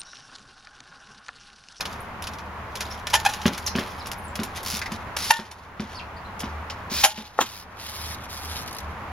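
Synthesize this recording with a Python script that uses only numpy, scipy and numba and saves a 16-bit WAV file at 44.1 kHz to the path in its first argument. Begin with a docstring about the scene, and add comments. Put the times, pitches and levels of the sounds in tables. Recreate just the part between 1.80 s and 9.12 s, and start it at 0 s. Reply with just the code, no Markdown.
"""Small metal parts tick over distant traffic before a trials bike hops from a narrow beam onto wooden pallets.
Rim brakes bite by stick-slip, tyre blows excite the modes of the stack, and ratchet pawls buzz in the freewheel.
The bike drops off to the left onto a board, whose damped modes knock; birds chirp in quick pitch glides.
Filtered noise makes the traffic, and a gain control ducks everything after the loudest knocks."""
import sys
import numpy as np
from scipy import signal
from scipy.fft import rfft, irfft
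from scipy.io import wavfile
from scipy.ndimage import uniform_filter1d, minimum_filter1d, map_coordinates
from numba import njit

SR = 44100
rng = np.random.default_rng(int(sys.argv[2]) if len(sys.argv) > 2 else 0)


def inscribe(sig):
    """Save sig as 16-bit PCM at rate SR to the path in sys.argv[1].

    A 1-D sig is mono; a 2-D sig holds one channel per row.
    Samples are clipped to [-1, 1] before scaling.
    """
    pcm = np.round(np.clip(np.atleast_2d(sig).T, -1, 1) * 32767)
    wavfile.write(sys.argv[1], SR, pcm.astype(np.int16))


N = 322803
T = np.arange(N) / SR  # time in seconds
TOP_HZ = 15800  # upper edge of the passband

# Damped modes of the wheel rim and spokes.
# Each row: frequency in Hz, relative level in dB, 60 dB decay time in seconds.
RIM_MODES = [(634, 2, 0.13), (900, -16, 0.093), (917, -11.5, 0.26), (1100, -9, 0.34), (1447, 1, 0.24),
             (1790, -1.5, 0.19), (1860, -11, 0.33), (2170, -35, 0.2), (2530, 3.5, 0.061), (2860, -14, 0.26),
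             (3540, -36, 0.11), (3610, -2, 0.11), (3980, -13, 0.1), (4540, -12, 0.14), (5740, -27, 0.17),
             (7000, -6, 0.11), (7000, 1, 0.16), (10640, -15, .12)]
# Tyre blows on the pallets.
# Each row: start in seconds, boom level in dB, contact length in seconds, slat crack level in dB.
TYRE_BLOWS = [(1.656, -5, 0.0018, -16.5), (1.6685, -23, 0.0017, -31), (1.953, -16, 0.0017, -22.5),
              (1.969, -21, 0.0034, -36), (1.985, -20, 0.0021, -22), (2.591, -14, 0.0027, -28),
              (2.935, -24, 0.0038, -50), (3.119, -20, 0.0028, -50), (3.591, -18, 0.002, -22),
              (3.9967, -12.5, 0.0024, -24.5), (4.634, -17.5, 0.0034, -30.5), (5.115, -19.5, 0.0037, -46),
              (5.378, -13, 0.0035, -20)]


def amp(db):
    """Level law: decibels to an amplitude ratio."""
    return 10 ** (np.asarray(db) / 20)


def noise():
    """White noise: independent samples of unit power."""
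    return rng.standard_normal(N)


def unit(x):
    """Normalisation to unit mean power."""
    return x / np.sqrt(np.mean(x ** 2))


def curve(rows):
    """Linear interpolation in time of every column after the first."""
    s, *columns = np.transpose(rows)
    return [np.interp(T, s, c) for c in columns]


def walk(rate):
    """Smooth random fluctuation: held random steps, averaged twice and scaled to unit power."""
    k = max(int(SR / rate), 2)
    steps = np.repeat(rng.standard_normal(N // k + 1), k)
    smooth = uniform_filter1d(uniform_filter1d(steps, k), k)
    return unit(smooth[:N])


def through(x, response):
    """Linear system: convolution with an impulse response."""
    return signal.oaconvolve(x, response)[:N]


def colour(x, points, size=2048):
    """Minimum-phase filter with a (Hz, dB) shape and unit energy, so white noise keeps its power."""
    hz, db = np.transpose(points)
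    grid = np.maximum(np.fft.rfftfreq(size, 1 / SR), 1)
    log_gain = np.log(amp(np.interp(np.log(grid), np.log(hz), db)))
    # folding the cepstrum onto positive times makes the response causal
    cepstrum = irfft(log_gain)
    cepstrum[1:size // 2] *= 2
    cepstrum[size // 2 + 1:] = 0
    response = irfft(np.exp(rfft(cepstrum)))
    return through(x, response / np.linalg.norm(response))


def ring(x, modes):
    """Modal superposition: a force drives a sum of exponentially damped sines."""
    t = T[:SR]
    response = 0
    for hz, db, t60 in modes:
        decay = np.exp(-np.log(1000) * t / t60)
        response = response + amp(db) * np.sin(2 * np.pi * hz * t) * decay
    return through(x, response)


def swell(t, rise, decay):
    """Envelope with a Gaussian rise to 1 at t = 0 and an exponential decay."""
    return np.exp(-(np.minimum(t, 0) / rise) ** 2 - np.maximum(t, 0) / decay)


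def burst(s, rise, decay):
    """Transient envelope that peaks at time s."""
    out = np.zeros(N)
    near = slice(max(int((s - .05) * SR), 0), int((s + .25) * SR))
    out[near] = swell(T[near] - s, rise, decay)
    return out


def push(s, length):
    """Contact force: a half-sine of unit area, whose bandwidth falls as the contact lengthens."""
    force = np.sin(np.pi * np.clip((T - s) / length, 0, 1))
    return force / force.sum()


def pallets(crack_decay=0.0039, rattle_db=-16, rattle_decay=0.051, snap=2.2, rumble_db=-21,
            clatter_db=-42, jostle_decay=0.027, low_hz=110, rebound_s=.023, rebound_db=-13.5):
    """Impact excitation of modes: tyre blows boom in the stack, slats crack and loose layers jostle."""
    # Main booms of the stack.
    # Each row: frequency in Hz, relative level in dB, 60 dB decay time in seconds.
    stack_modes = [(217, -2, .10), (244, -13, .09), (368, -7, .11)]
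    # Single slats and bearers, with the same columns.
    slat_modes = [(97, -17, .13), (290, -25, 0.066), (464, -50, .06), (593, -14, 0.19), (760, -37, .06),
                  (1050, -36, .05)]
    # Spectrum of a slat crack. Each row: frequency in Hz, relative level in dB.
    crack_shape = [(100, -11), (400, -1), (1300, -1.5), (2200, -3.5), (3300, -7), (5500, -17.5),
                   (9000, -48), (16000, -29)]
    layer_shape = [(50, -16), (160, -9.5), (260, -2), (340, -9.5), (500, -12.0), (1000, -19), (4000, -82)]

    # a slat springs back and strikes its bearer again
    rebounds = [(s + rebound_s, boom_db + rebound_db, length, crack_db + rebound_db)
                for s, boom_db, length, crack_db in TYRE_BLOWS]
    force, slats, snaps, jostle = 0, 0, 0, 0
    for s, boom_db, length, crack_db in TYRE_BLOWS + rebounds:
        force = force + amp(boom_db) * push(s, length)
        jostle = jostle + amp(boom_db) * burst(s + length, length, jostle_decay)
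        crack = burst(s, 0.00016, crack_decay)
        rattle = amp(rattle_db) * burst(s, 0.00099, rattle_decay)
        slats = slats + amp(crack_db) * (crack + rattle)
        snaps = snaps + amp(crack_db) * snap * push(s, .0001)
    layers = colour(amp(rumble_db) * jostle * noise(), layer_shape)
    clatter = amp(clatter_db) * jostle * noise()
    boom = ring(force + clatter, stack_modes + slat_modes) + layers
    # the open stack radiates little deep bass
    boom = signal.sosfilt(signal.butter(2, low_hz, "high", fs=SR, output="sos"), boom)
    return boom + colour(slats * noise() + 2 * snaps, crack_shape)


def board(contact_s=0.00036, low_hz=400, high_hz=1800):
    """Modal impact: the back wheel slaps a board onto the soil, then the bike's weight rattles on it."""
    # Blows of the landing. Each row: start of the knock and peak of the rattle in seconds,
    # knock level in dB, rattle level in dB, rattle rise in seconds, rattle decay in seconds.
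    landing = [(5.5805, -21, -29, .0005, 0.0037), (5.5893, 4, -22, 0.0014, 0.0033),
               (5.6040, -12, -36, .002, 0.012), (5.6130, -22, -8.5, 0.0064, 0.014)]
    # Modes of the board.
    # Each row: frequency in Hz, relative level in dB, 60 dB decay time in seconds.
    board_modes = [(276, -19, 0.088), (530, -13.5, 0.059), (730, -13, 0.037), (857, -3.5, 0.038),
                   (1135, -2, 0.018), (1320, -1.5, 0.023), (1810, -3, 0.018)]
    rattle_shape = [(100, -32), (250, -1.5), (500, -13), (1000, -1.5), (2300, -13.0), (3300, -6.5),
                    (4500, -18.0), (7000, -8.5), (16000, -28)]

    force = sum(amp(knock_db) * push(s, contact_s) for s, knock_db, _, _, _ in landing)
    rattle = sum(amp(db) * burst(s, rise, decay) for s, _, db, rise, decay in landing)
    # a narrow board radiates little bass, and the soft tyre takes off the treble
    band = signal.butter(3, [low_hz, high_hz], "band", fs=SR, output="sos")
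    knock = signal.sosfilt(band, ring(force, board_modes))
    return knock + colour(rattle * noise(), rattle_shape)


def brakes(wander=.048, slip_share=0.75, rim_db=-46, spread_hz=1400):
    """Stick-slip friction: a sawtooth force with grit at each slip and a thin hiss; the wheel rings on."""
    # Pads grabbing or dragging on the rim. Each row: peak time in seconds, rise in seconds,
    # decay in seconds, mean judder rate in Hz, then judder, grit and high hiss levels in dB.
    bites = [(1.343, 0.0077, 0.0049, 921, -13.5, -15.5, -30),
             (1.355, 0.0056, 0.0065, 890, -16.5, -16.5, -31), (1.452, 0.00174, .0078, 820, -23, -20.5, -36),
             (1.464, 0.0038, 0.0046, 835, -10, -22, -33), (1.491, 0.002, 0.012, 840, -29, -28, -45),
             (1.59, .07, 0.038, 851, -42, -71, -70), (3.511, 0.0041, 0.0047, 890, -2, -8, -10.5),
             (5.243, 0.0048, 0.019, 805, -11.5, -5, -6.5), (5.25, 0.0015, 0.003, 814, -2, -1, -9),
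             (5.257, 0.0013, 0.0043, 820, -6, -15, -25)]
    # Spectrum of the grit. Each row: frequency in Hz, relative level in dB.
    grit_shape = [(150, -30), (450, -11), (800, 1), (1800, -0.5), (3000, 3.5), (4400, -3.5), (6000, 1),
                  (8000, -7), (10500, -5), (16000, -29)]
    # Spectrum of the hiss, with the same columns.
    hiss_shape = [(3000, -32), (7500, -12), (10300, 7), (12500, -0.5), (16000, -24)]
    # Faint, slowly decaying pair of rim modes that beat together.
    # Each row: frequency in Hz, relative level in dB, 60 dB decay time in seconds.
    beating_pair = [(836, -21, 1.0), (864, -20, .7)]

    judder, grit, hiss = 0, 0, 0
    waver = 1 + wander * walk(450)
    for s, rise, decay, hz, judder_db, grit_db, hiss_db in bites:
        cycle = np.cumsum(hz * waver / SR) % 1
        grip = burst(s, rise, decay)
        judder = judder + amp(judder_db) * grip * unit(cycle - .5)
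        grit = grit + amp(grit_db) * grip * unit(.5 + np.exp(-cycle / slip_share))
        hiss = hiss + amp(hiss_db) * grip
    band = signal.butter(2, [520, 5000], "band", fs=SR, output="sos")
    judder = signal.sosfilt(band, judder)
    # bending waves travel at different speeds: an allpass smears the edge of each slip
    _, poles = signal.iirpeak(spread_hz, 2, fs=SR)
    bite = signal.lfilter(poles[::-1], poles, judder) + colour(grit * noise(), grit_shape)
    after_ring = amp(rim_db) * ring(bite, RIM_MODES + beating_pair)
    return bite + after_ring + colour(hiss * noise(), hiss_shape)


def freewheel(scatter_db=2.2, click_decay=.0032, tail_db=-12, tail_decay=0.0046):
    """Ratchet impacts: pawl drops add in power, so a faster spin is louder; clicks die away in the spokes."""
    # Spins of the freewheel. Each row: start in seconds, end in seconds, pawl clicks per second
    # at the start, in the middle and at the end, click level in dB, swell time in seconds.
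    spins = [(2.833, 2.995, 60, 132, 80, -23, 0.0088), (3.366, 3.502, 73, 205, 210, -24, 0.011),
             (5.094, 5.236, 250, 380, 450, -22.5, 0.017), (5.648, 5.829, 95, 110, 68, -26, 0.011),
             (5.992, 6.349, 100, 160, 160, -28.5, 0.0073), (6.487, 6.839, 122, 142, 116, -31, 0.0083),
             (6.845, 7.017, 67, 53, 56, -31.5, .004)]
    # Spectrum of the clicks. Each row: frequency in Hz, relative level in dB.
    pawl_shape = [(300, -29), (1000, -9), (2000, 1), (3300, 2.5), (4200, 6), (5400, 6.5), (6800, -0.5),
                  (8500, -2), (10300, 2), (12500, -3), (16000, -7)]

    shake = np.zeros(N)
    for start, end, first, middle, last, db, swell_s in spins:
        times = [start, (start + end) / 2, end]
        rate = np.interp(T, times, [first, middle, last], left=0, right=0)
        drops = np.diff(np.ceil(np.cumsum(rate) / SR), prepend=0)
        onset = 1 - np.exp(-np.maximum(T - start, 0) / swell_s)
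        shake += drops * amp(db) * onset
    shake *= amp(scatter_db * noise())
    t = T[:SR // 10]
    click = np.exp(-t / click_decay) + amp(tail_db) * np.exp(-t / tail_decay)
    click *= 1 - np.exp(-t / 0.0012)
    envelope = np.sqrt(np.abs(through(shake ** 2, click ** 2)))
    return colour(envelope * noise(), pawl_shape)


def ticks(body_db=-3, edge_db=-3, rim_db=-52, rise=0.0021, decay=0.006, bounce_s=0.0168, bounce_db=-12,
          jolt_lag_s=.007, jolt_db=-2.5, jolt_treble_db=-13):
    """Micro-impacts: metal parts shift under load or after a tyre blow, each with a spray and one bounce."""
    # Chain, pedals and frame, and the first pawl drops of the spins at 2.83 s and 3.37 s. Each row: start in
    # seconds, level in dB, treble against middle in dB.
    contacts = [(.0074, -22, -11), (0.0548, -24, -19), (0.4236, -30.5, -3), (.439, -33, -14),
                (0.471, -25, -11), (.5353, -34.5, -11), (0.586, -34.5, -18), (0.955, -24, -9),
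                (1.007, -17.5, -12.5), (1.27, -21, -20), (1.3005, -25.5, -8), (1.5364, -22, -12),
                (1.6162, -27, -43), (1.7457, -29, -30), (1.7784, -25.5, -6), (1.8623, -26.5, -5),
                (1.876, -26, -4), (2.2583, -30.5, -17), (2.2698, -36.5, 4), (2.316, -26, -3.5),
                (2.5555, -26.5, -3.5), (2.6342, -26, -0.5), (2.661, -41, -8), (2.8315, -34.5, 4),
                (3.1199, -25, -12), (3.3668, -20, -4), (3.7134, -25, -4), (4.5944, -33, 3.5),
                (4.6032, -31, 1.5), (4.9005, -24, -28), (6.4377, -32.5, -7)]
    # Spectrum of the middle. Each row: frequency in Hz, relative level in dB.
    body_shape = [(200, -14.5), (900, 1.5), (2200, 4), (3500, 5), (4300, 1.5), (5600, 5), (7500, -6.5),
                  (10000, -8), (16000, -23)]
    # Spectrum of the treble, with the same columns.
    edge_shape = [(1000, -40), (6000, 2), (10000, 8), (12500, 5), (16000, -13.5)]
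    # Hard little clacks of the frame. Each row: peak time in seconds, level in dB, decay in seconds.
    clacks = [(1.272, -29, 0.0056), (2.775, -29.5, 0.0055), (3.016, -24, 0.012), (3.059, -29, 0.012),
              (6.310, -36, 0.016), (6.709, -44, .012)]
    # Spectrum of the clacks. Each row: frequency in Hz, relative level in dB.
    clack_shape = [(300, -17), (1300, -4), (2000, 10), (2900, -7.5), (5000, -3), (8000, -16), (16000, -28)]

    # a tick follows each tyre blow, its level set by the slat's crack
    jolted = [(s + jolt_lag_s, crack_db + jolt_db, jolt_treble_db) for s, _, _, crack_db in TYRE_BLOWS]
    body, edge = 0, 0
    for s, db, treble_db in contacts + jolted:
        peak = s + rise / 2
        bounce = amp(bounce_db) * burst(peak + bounce_s, rise, decay)
        contact = amp(db) * (burst(peak, rise, decay) + bounce)
        body = body + contact
        edge = edge + amp(treble_db) * contact
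    spray = unit(noise() * amp(3.8 * walk(1500)))
    metal = amp(body_db) * colour(body * spray, body_shape)
    metal += amp(edge_db) * colour(edge * noise(), edge_shape)
    knocks = sum(amp(db) * burst(s, 0.0002, clack_decay) for s, db, clack_decay in clacks)
    metal += colour(knocks * noise(), clack_shape)
    return metal + amp(rim_db) * ring(metal, RIM_MODES)


def chain(jolts, grain_db=4, flutter_db=4.0, settle_s=0.045, shake_db=-15):
    """Energy storage: links and cables chatter with the smoothed power of the jolts, and in flurries."""
    # Flurries as the rider shifts or rolls over grass.
    # Each row: peak time in seconds, rise in seconds, decay in seconds, level in dB.
    bustle = [(.13, 0.022, 0.05, -45.5), (1.12, 0.13, 0.076, -41.5), (2.03, .025, 0.28, -48),
              (2.772, 0.027, 0.024, -33.5), (4.17, 0.15, 0.053, -43), (5.385, 0.016, 0.12, -32),
              (6.08, 0.095, 0.24, -36.5), (6.72, 0.037, .08, -34.5)]
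    chatter_shape = [(400, -16), (1500, -2.5), (3400, 4.0), (6000, -1), (8000, -9.5), (11000, -4.5),
                     (16000, -21)]

    keep = np.exp(-1 / (settle_s * SR))
    shaken = amp(shake_db) * np.sqrt(signal.lfilter([1 - keep], [1, -keep], jolts ** 2))
    flurries = sum(amp(db) * swell(T - s, rise, decay) for s, rise, decay, db in bustle)
    grains = unit(noise() * amp(grain_db * walk(900) + flutter_db * walk(70)))
    return colour(grains * np.hypot(shaken, flurries), chatter_shape)


def birds(quaver=.045, flutter_db=4, octave_db=-16):
    """Frequency glides: thin calls unsteady in pitch and strength; the lower ones carry a faint octave."""
    # Strokes of the calls. Each row: start in seconds, length in seconds,
    # first and last pitch in Hz before the quaver, level in dB.
    calls = [(0.203, 0.019, 9140, 15000, -38), (1.049, 0.011, 3470, 5100, -40),
             (1.106, 0.022, 4920, 6040, -34.5), (1.864, 0.014, 6500, 4020, -20.5),
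             (2.075, 0.037, 4000, 6250, -48), (2.194, 0.026, 5600, 3760, -38),
             (2.37, .034, 13500, 8600, -44.5), (2.428, 0.064, 11800, 7400, -45.5),
             (4.134, .018, 5360, 3500, -45.5), (4.144, 0.021, 4030, 5700, -33.5),
             (4.165, 0.029, 4920, 3760, -34), (4.188, .022, 3920, 2190, -36.5),
             (4.362, 0.021, 4420, 4930, -47), (4.447, 0.017, 3720, 4160, -46)]

    out = np.zeros(N)
    waver = 1 + quaver * walk(700)
    for s, length, first_hz, last_hz, db in calls:
        near = (T > s) & (T < s + length)
        along = (T[near] - s) / length
        hz = first_hz * (last_hz / first_hz) ** along * waver[near]
        phase = 2 * np.pi * np.cumsum(hz) / SR
        octave = amp(octave_db) * (2 * hz < TOP_HZ) * np.sin(2 * phase)
        out[near] += amp(db) * np.sqrt(np.sin(np.pi * along)) * (np.sin(phase) + octave)
    return out * unit(amp(flutter_db * walk(230)))


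def yard(traffic_db=-37, drone_hz=77, drone_width_hz=9, breeze_db=-55):
    """Random noise fields: traffic swells gently, an engine drones as a widened tone, a breeze brushes by."""
    # Spectrum of distant traffic and leaves. Each row: frequency in Hz, relative level in dB.
    far_shape = [(20, -9.5), (45, -2.5), (100, 2), (140, -6.5), (195, -2.5), (300, -10.5), (550, -8),
                 (1000, -2.5), (1500, -8.5), (2200, -14.5), (4000, -30), (7000, -38), (12000, -41.5),
                 (16000, -46)]
    # Course of the far drone. Each row: time in seconds, level in dB.
    drone_course = [(0, -43.5), (2.6, -47.5), (3.9, -44.5), (4.6, -40), (5.15, -40), (5.5, -49),
                    (6.3, -41.5), (7.1, -41)]
    breeze_shape = [(15, -5), (40, -8), (120, -3), (600, -29), (4000, -90)]

    traffic = amp(traffic_db + 0.1 * walk(0.34) + .5 * walk(8))
    mid, side = (colour(noise(), far_shape, size=8192) * traffic for _ in range(2))
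    phase = 2 * np.pi * drone_hz * T
    # random amplitude and phase widen the tone into a band
    drone = unit((1 + .5 * walk(2 * drone_width_hz)) * np.sin(phase + walk(drone_width_hz)))
    drone = amp(curve(drone_course)[0]) * drone
    breeze = np.array([colour(noise(), breeze_shape, size=8192) for _ in range(2)])
    gusts = amp(breeze_db + 2 * walk(3.05))
    return diffuse(mid, side) + drone + gusts * breeze


def ports(x, lead):
    """Interaural-style time difference: of two close ports, the left hears a left source first."""
    return np.array([map_coordinates(x, [np.arange(N) + side * lead / 2], order=3) for side in (1, -1)])


def diffuse(mid, side, corner_hz=2000):
    """Diffuse-field coherence: alike at both ports in the bass, less so in the treble."""
    side = signal.sosfilt(signal.butter(1, corner_hz, "high", fs=SR, output="sos"), side)
    return np.array([mid + side, mid - side])


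def glances(x, db=-10, sway_s=0.000616, count=3):
    """Early reflection: bounces off ground and boards, on delays that drift as the bike moves."""
    def bounces():
        """Superposition of a few copies, each on its own drifting delay."""
        delays = [rng.uniform(.002, .009) + sway_s * walk(2) for _ in range(count)]
        copies = sum(map_coordinates(x, [np.arange(N) - d * SR], order=2) for d in delays)
        return copies / np.sqrt(count)
    return amp(db) * diffuse(bounces(), bounces(), corner_hz=900)


def echoes(x, db, t60, damp_hz):
    """Scattering: thin open-air reverberation as decaying noise, different at each port."""
    t = T[:SR // 2]
    shape = (1 - np.exp(-t / 0.0004)) * np.exp(-np.log(1000) * t / t60)
    scatter = rng.standard_normal((2, len(t))) * shape / np.linalg.norm(shape)
    dull = signal.butter(1, damp_hz, fs=SR, output="sos")
    mid, side = (through(x, response) for response in signal.sosfilt(dull, scatter))
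    return amp(db) * diffuse(mid, side)


def scene(tyre_cushion_db=-3.5):
    """Superposition of direct sound, reflections and background as the bike moves left across the yard."""
    # The bike's way to the left. Each row: time in seconds, lead of the left port in samples.
    bearing = [(0, -.6), (1.4, -.3), (2.9, .6), (3.5, 1.25), (5.24, 2.15), (5.6, 2.8), (6.3, 3.6),
               (7.3, 4.2)]

    metal = brakes() + ticks() + freewheel()
    wood = pallets() + board()
    song = birds()
    metal = metal + chain(metal + amp(tyre_cushion_db) * wood)
    direct = ports(metal + wood, curve(bearing)[0]) + ports(song, lead=0.49)
    fence = echoes(metal + wood, db=-19, t60=.2, damp_hz=8000)
    trees = echoes(song, db=-1.5, t60=0.2, damp_hz=9000)
    return direct + glances(metal) + fence + trees + yard()


@njit
def hold(excess, release):
    """Peak follower: rises at once and decays exponentially."""
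    out, held = np.empty(len(excess)), 0.
    for i in range(len(excess)):
        held = max(excess[i], held * release)
        out[i] = held
    return out


def record(dry, threshold_db=-13.0, attack_s=0.0059, hold_s=0.25, release_s=0.37,
           notch_hz=8250, notch_q=6.8):
    """Gain control: a treble notch, gain held down after loud knocks, clipping and a steep top cut."""
    x = signal.lfilter(*signal.iirnotch(notch_hz, notch_q, fs=SR), dry)
    x = signal.lfilter(*signal.iirnotch(notch_hz, 3 * notch_q, fs=SR), x)
    keep = np.exp(-1 / (attack_s * SR))
    power = signal.lfilter([1 - keep], [1, -keep], np.mean(x ** 2, axis=0))
    # the greatest power within the past hold time
    half = int(hold_s * SR / 2)
    recent = -minimum_filter1d(-power, size=2 * half + 1, origin=half)
    excess_db = 10 * np.log10(recent + 1e-12) - threshold_db
    cut_db = hold(excess_db, np.exp(-1 / (release_s * SR)))
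    top_cut = signal.ellip(8, .2, 70, TOP_HZ, fs=SR, output="sos")
    return signal.sosfilt(top_cut, np.clip(x * amp(-cut_db), -1, 1))


dry = scene()
out = record(dry)
inscribe(out)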